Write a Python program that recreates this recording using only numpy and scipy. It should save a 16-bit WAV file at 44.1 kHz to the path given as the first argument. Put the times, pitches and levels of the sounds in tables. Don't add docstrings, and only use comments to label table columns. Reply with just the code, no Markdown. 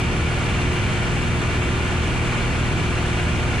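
import sys
import numpy as np
from scipy import signal
from scipy.fft import rfft, irfft
from scipy.io import wavfile
from scipy.ndimage import uniform_filter1d

SR = 44100
rng = np.random.default_rng(int(sys.argv[2]) if len(sys.argv) > 2 else 0)


def to_wav(s):
    ch = np.atleast_2d(s).T
    pcm = np.round(np.clip(ch, -1, 1) * 32767)
    wavfile.write(sys.argv[1], SR, pcm.astype(np.int16))


def amplitude_ratio(level_db):
    exponent = np.asarray(level_db, float) / 20
    return 10 ** exponent


N = 158760

# t/s, f/Hz
SHAFT_SPEED = [
    (0, 39.86),
    (.8, 39.81),
    (1.9, 39.81),
    (2.4, 39.71),
    (2.8, 39.65),
    (3.6, 39.65),
]
# level/dB, left-right level/dB, left lead/rad
HALF_ORDERS = [(-33.7, -1.0, 0.3), (-43.1, 0.2, 0.23), (-31.6, 2.0, 0.16), (-37.8, 0.8, -0.05),
               (-29.2, -0.0, -0.57), (-47.0, -2.2, -0.24), (-34.7, 1.8, -0.04), (-39.9, -0.5, -0.01),
               (-46.9, -2.2, -0.01), (-47.4, 2.2, -0.05), (-39.2, 4.5, 0.43), (-50.7, -3.3, -0.35),
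               (-57.5, -2.3, -0.2), (-46.8, -0.9, -0.22), (-44.0, -2.0, 0.19), (-56.6, 1.5, 0.17),
               (-36.5, 1.7, 0.0), (-51.7, 0.9, -0.09), (-44.1, 0.6, -0.1), (-54.6, 0.1, -0.32),
               (-65.3, 11.1, -0.74), (-60.3, -4.4, 0.14), (-45.0, 3.3, 0.14), (-52.5, 2.5, -0.39),
               (-56.8, -1.1, -0.22), (-62.6, 2.8, 0.42), (-56.6, 0.9, -0.65), (-60.3, -1.0, 0.31),
               (-54.4, 3.3, 0.72)]
# f/Hz, level/dB
RUMBLE_CENTRE = [(12, -18), (24, -11), (48, -11), (58, 1.5), (105, -3.5), (135, -6), (290, -12),
                 (410, -16.5), (600, -22), (900, -78)]
# f/Hz, level/dB
RUMBLE_SIDE = [(10, -14), (22, -3), (60, 9), (135, -8), (190, -2), (330, -4), (420, -5.5), (600, -11),
               (900, -61)]
# f/Hz, level/dB
ROAR_CENTRE = [(350, -46), (600, -0.5), (1420, -3), (1870, -4), (2320, -1.5), (2860, -5.5), (5100, -20),
               (9230, -22.5), (10800, -38), (14000, -74), (22000, -120)]
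# f/Hz, level/dB
ROAR_SIDE = [(350, -36), (600, -4), (1520, -2.5), (1680, -4.5), (2240, 1), (4200, -16.5), (5900, -13.5),
             (9230, -18), (10800, -35), (14000, -67), (22000, -120)]
# f/Hz, width/Hz, level/dB
PANELS_CENTRE = [(3810, 80, -4), (1175, 50, 3), (1425, 70, 4), (1750, 40, 3), (2125, 60, -5), (2385, 60, 3),
                 (2600, 70, -5), (2755, 60, 4), (3120, 90, 4), (3260, 70, -3), (3520, 120, 2),
                 (4360, 150, 4), (6070, 120, 3), (7340, 300, 3)]
# f/Hz, width/Hz, level/dB
PANELS_SIDE = [(1175, 120, 3), (1310, 80, -2), (1545, 100, 4), (1680, 80, -3), (1850, 80, 7),
               (1980, 90, -2), (2185, 50, 3), (2460, 40, -4), (2720, 100, 3), (3010, 100, 4),
               (3260, 60, -4), (3330, 90, 3), (3750, 80, -4)]
# f/Hz, level/dB
HISS = [(8000, -30), (10300, -7), (11400, -8), (12000, -4), (14500, -9), (14950, -1), (15140, -5),
        (16000, -60)]
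# f/Hz, width/Hz, level/dB
HISS_RINGS_CENTRE = [(11220, 100, 12), (11480, 120, -6), (12500, 300, -3)]
# f/Hz, width/Hz, level/dB
HISS_RINGS_SIDE = [(14000, 800, 3), (14950, 500, -18)]
# f/Hz, left-right level/dB
PORT_BALANCE = [(1300, -1), (1700, -3), (2400, 4.5), (3200, -1), (5200, -.5), (6000, -4.5), (8900, 0),
                (9400, 7), (10300, 5.5), (10900, 0)]

HUM_DB = 0.38
UPPER_DB, UPPER_SPREAD_DB = -60, 0.5
WAVER_DB, WANDER_RAD = 1.3, 0.2
LEAD_SWAY = 0.3
MOUNT_ORDER = 1.25
SCATTER_RAD = 0.12
SWELL_DB, GUST_DB = 0.4, 0.25
PATCH_DB, RIPPLE_DB = 0.6, 0.9
LINKED, LINK_HZ = 0.45, 4500
SQUEEZE, SQUEEZE_S = 0.38, 0.012


def engine_and_propeller():
    hop = 10
    t = np.arange(0, N, hop) / SR
    slow = np.arange(0, N / SR + 0.1, 0.01)

    def wobble(lo_hz, hi_hz):
        return np.interp(t, slow, drift(slow, lo_hz, hi_hz))

    shaft_angle = 2 * np.pi * np.cumsum(np.interp(t, *np.transpose(SHAFT_SPEED))) * hop / SR
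    valve_train = [(UPPER_DB + UPPER_SPREAD_DB * a, 2 * b, 0.5 * c)
                   for a, b, c in rng.standard_normal((17, 3))]
    hum = np.zeros((2, len(t)))
    for k, (db, pan_db, lead) in enumerate(list(HALF_ORDERS) + valve_train):
        order = 1 + k / 2
        level = np.sqrt(2) * amplitude_ratio(db + HUM_DB + WAVER_DB * wobble(0.44, 3.7))
        mount_flip = np.pi / (1 + (order / MOUNT_ORDER) ** 4)
        scatter = SCATTER_RAD * order + np.pi * (k % 2)
        start = mount_flip + scatter * rng.standard_normal()
        phase = order * shaft_angle + start + WANDER_RAD * wobble(0.392, 4.5)
        lead = lead * (1 + LEAD_SWAY * wobble(0.27, 1.94))
        pan = amplitude_ratio([[pan_db / 2], [-pan_db / 2]])
        hum += level * pan * np.cos([phase + lead / 2, phase - lead / 2])
    return signal.resample_poly(hum, hop, 1, axis=1, window=("kaiser", 10))[:, :N]


def slipstream_roar():
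    t, centre, side = linked_spectra(2048)
    gust = GUST_DB * drift(t, 0.535, 12)
    return np.array([coloured_noise(ROAR_CENTRE, -29, PANELS_CENTRE, gust, centre, 2048),
                     coloured_noise(ROAR_SIDE, -33.5, PANELS_SIDE, gust, side, 2048)])


def airframe_rumble():
    t, centre, side = linked_spectra(8192)
    swell = SWELL_DB * drift(t, 0.24, 1.94)
    return np.array([coloured_noise(RUMBLE_CENTRE, -25.5, [], swell, centre, 8192),
                     coloured_noise(RUMBLE_SIDE, -40, [], swell, side, 8192)])


def air_hiss():
    t, centre, side = linked_spectra(2048)
    gust = GUST_DB * drift(t, 0.535, 12)
    return np.array([coloured_noise(HISS, -67, HISS_RINGS_CENTRE, gust, centre, 2048),
                     coloured_noise(HISS, -69, HISS_RINGS_SIDE, gust, side, 2048)])


def cabin_at_ports():
    centre, side = airframe_rumble() + slipstream_roar() + air_hiss()
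    tilt_db = read_spectrum(PORT_BALANCE, np.fft.rfftfreq(N, 1 / SR)) / 2
    return irfft(rfft([centre + side, centre - side]) * amplitude_ratio([tilt_db, -tilt_db]), N)


def linked_spectra(size):
    bins = size // 2 + 1
    t = np.arange(4 * N // size + 6) * size / 4 / SR
    a, b, c, d = rng.standard_normal((len(t), bins, 4)).T
    centre = a + 1j * b
    apart = c + 1j * d
    wind = 1j * np.sqrt(2) * np.cos(np.cumsum(0.38 * rng.standard_normal(bins)))[:, None]
    hz = np.fft.rfftfreq(size, 1 / SR)[:, None]
    tie = LINKED / (1 + (hz / LINK_HZ) ** 4)
    return t, centre, tie * wind * centre + np.sqrt(1 - tie ** 2) * apart


def coloured_noise(shape, db, rings, swell_db, spectra, size):
    hz = np.fft.rfftfreq(size, 1 / SR)
    patch = uniform_filter1d(rng.standard_normal(spectra.shape), size=20, axis=0)
    patch = evened(uniform_filter1d(patch, size=6, axis=1))
    ripple = evened(uniform_filter1d(rng.standard_normal(len(hz)), size=2))
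    colour_db = read_spectrum(shape, hz) + RIPPLE_DB * ripple
    for ring_hz, width_hz, ring_db in rings:
        colour_db = colour_db + ring_db / (1 + (2 * (hz - ring_hz) / width_hz) ** 2)
    frames = spectra * amplitude_ratio(colour_db[:, None] + PATCH_DB * patch + swell_db)
    sound = signal.istft(frames, nperseg=size, noverlap=size * 3 // 4)[1][:N]
    return amplitude_ratio(db) * evened(sound)


def evened(x):
    return x / np.sqrt(np.mean(x ** 2) + 1e-20)


def read_spectrum(points, hz):
    f, value = np.transpose(points)
    return np.interp(np.log(hz + 1), np.log(f + 1), value)


def drift(t, lo_hz, hi_hz):
    hz = np.geomspace(lo_hz, hi_hz, num=16)[:, None]
    sines = np.sin(2 * np.pi * (hz * t + rng.random(hz.shape)))
    return evened((sines / np.sqrt(hz)).sum(0))


def scene():
    return engine_and_propeller() + cabin_at_ports()


def band_limit(x):
    return signal.sosfilt(signal.butter(12, 15140, fs=SR, output="sos"), x)


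def record(dry):
    span = int(SQUEEZE_S * SR)
    power = uniform_filter1d(uniform_filter1d((dry ** 2).mean(0), span), span)
    power_db = 10 * np.log10(power + 1e-9)
    mix = dry * amplitude_ratio(-SQUEEZE * (power_db - power_db.mean()))
    return band_limit(mix)


dry = scene()
out = record(dry)
to_wav(out)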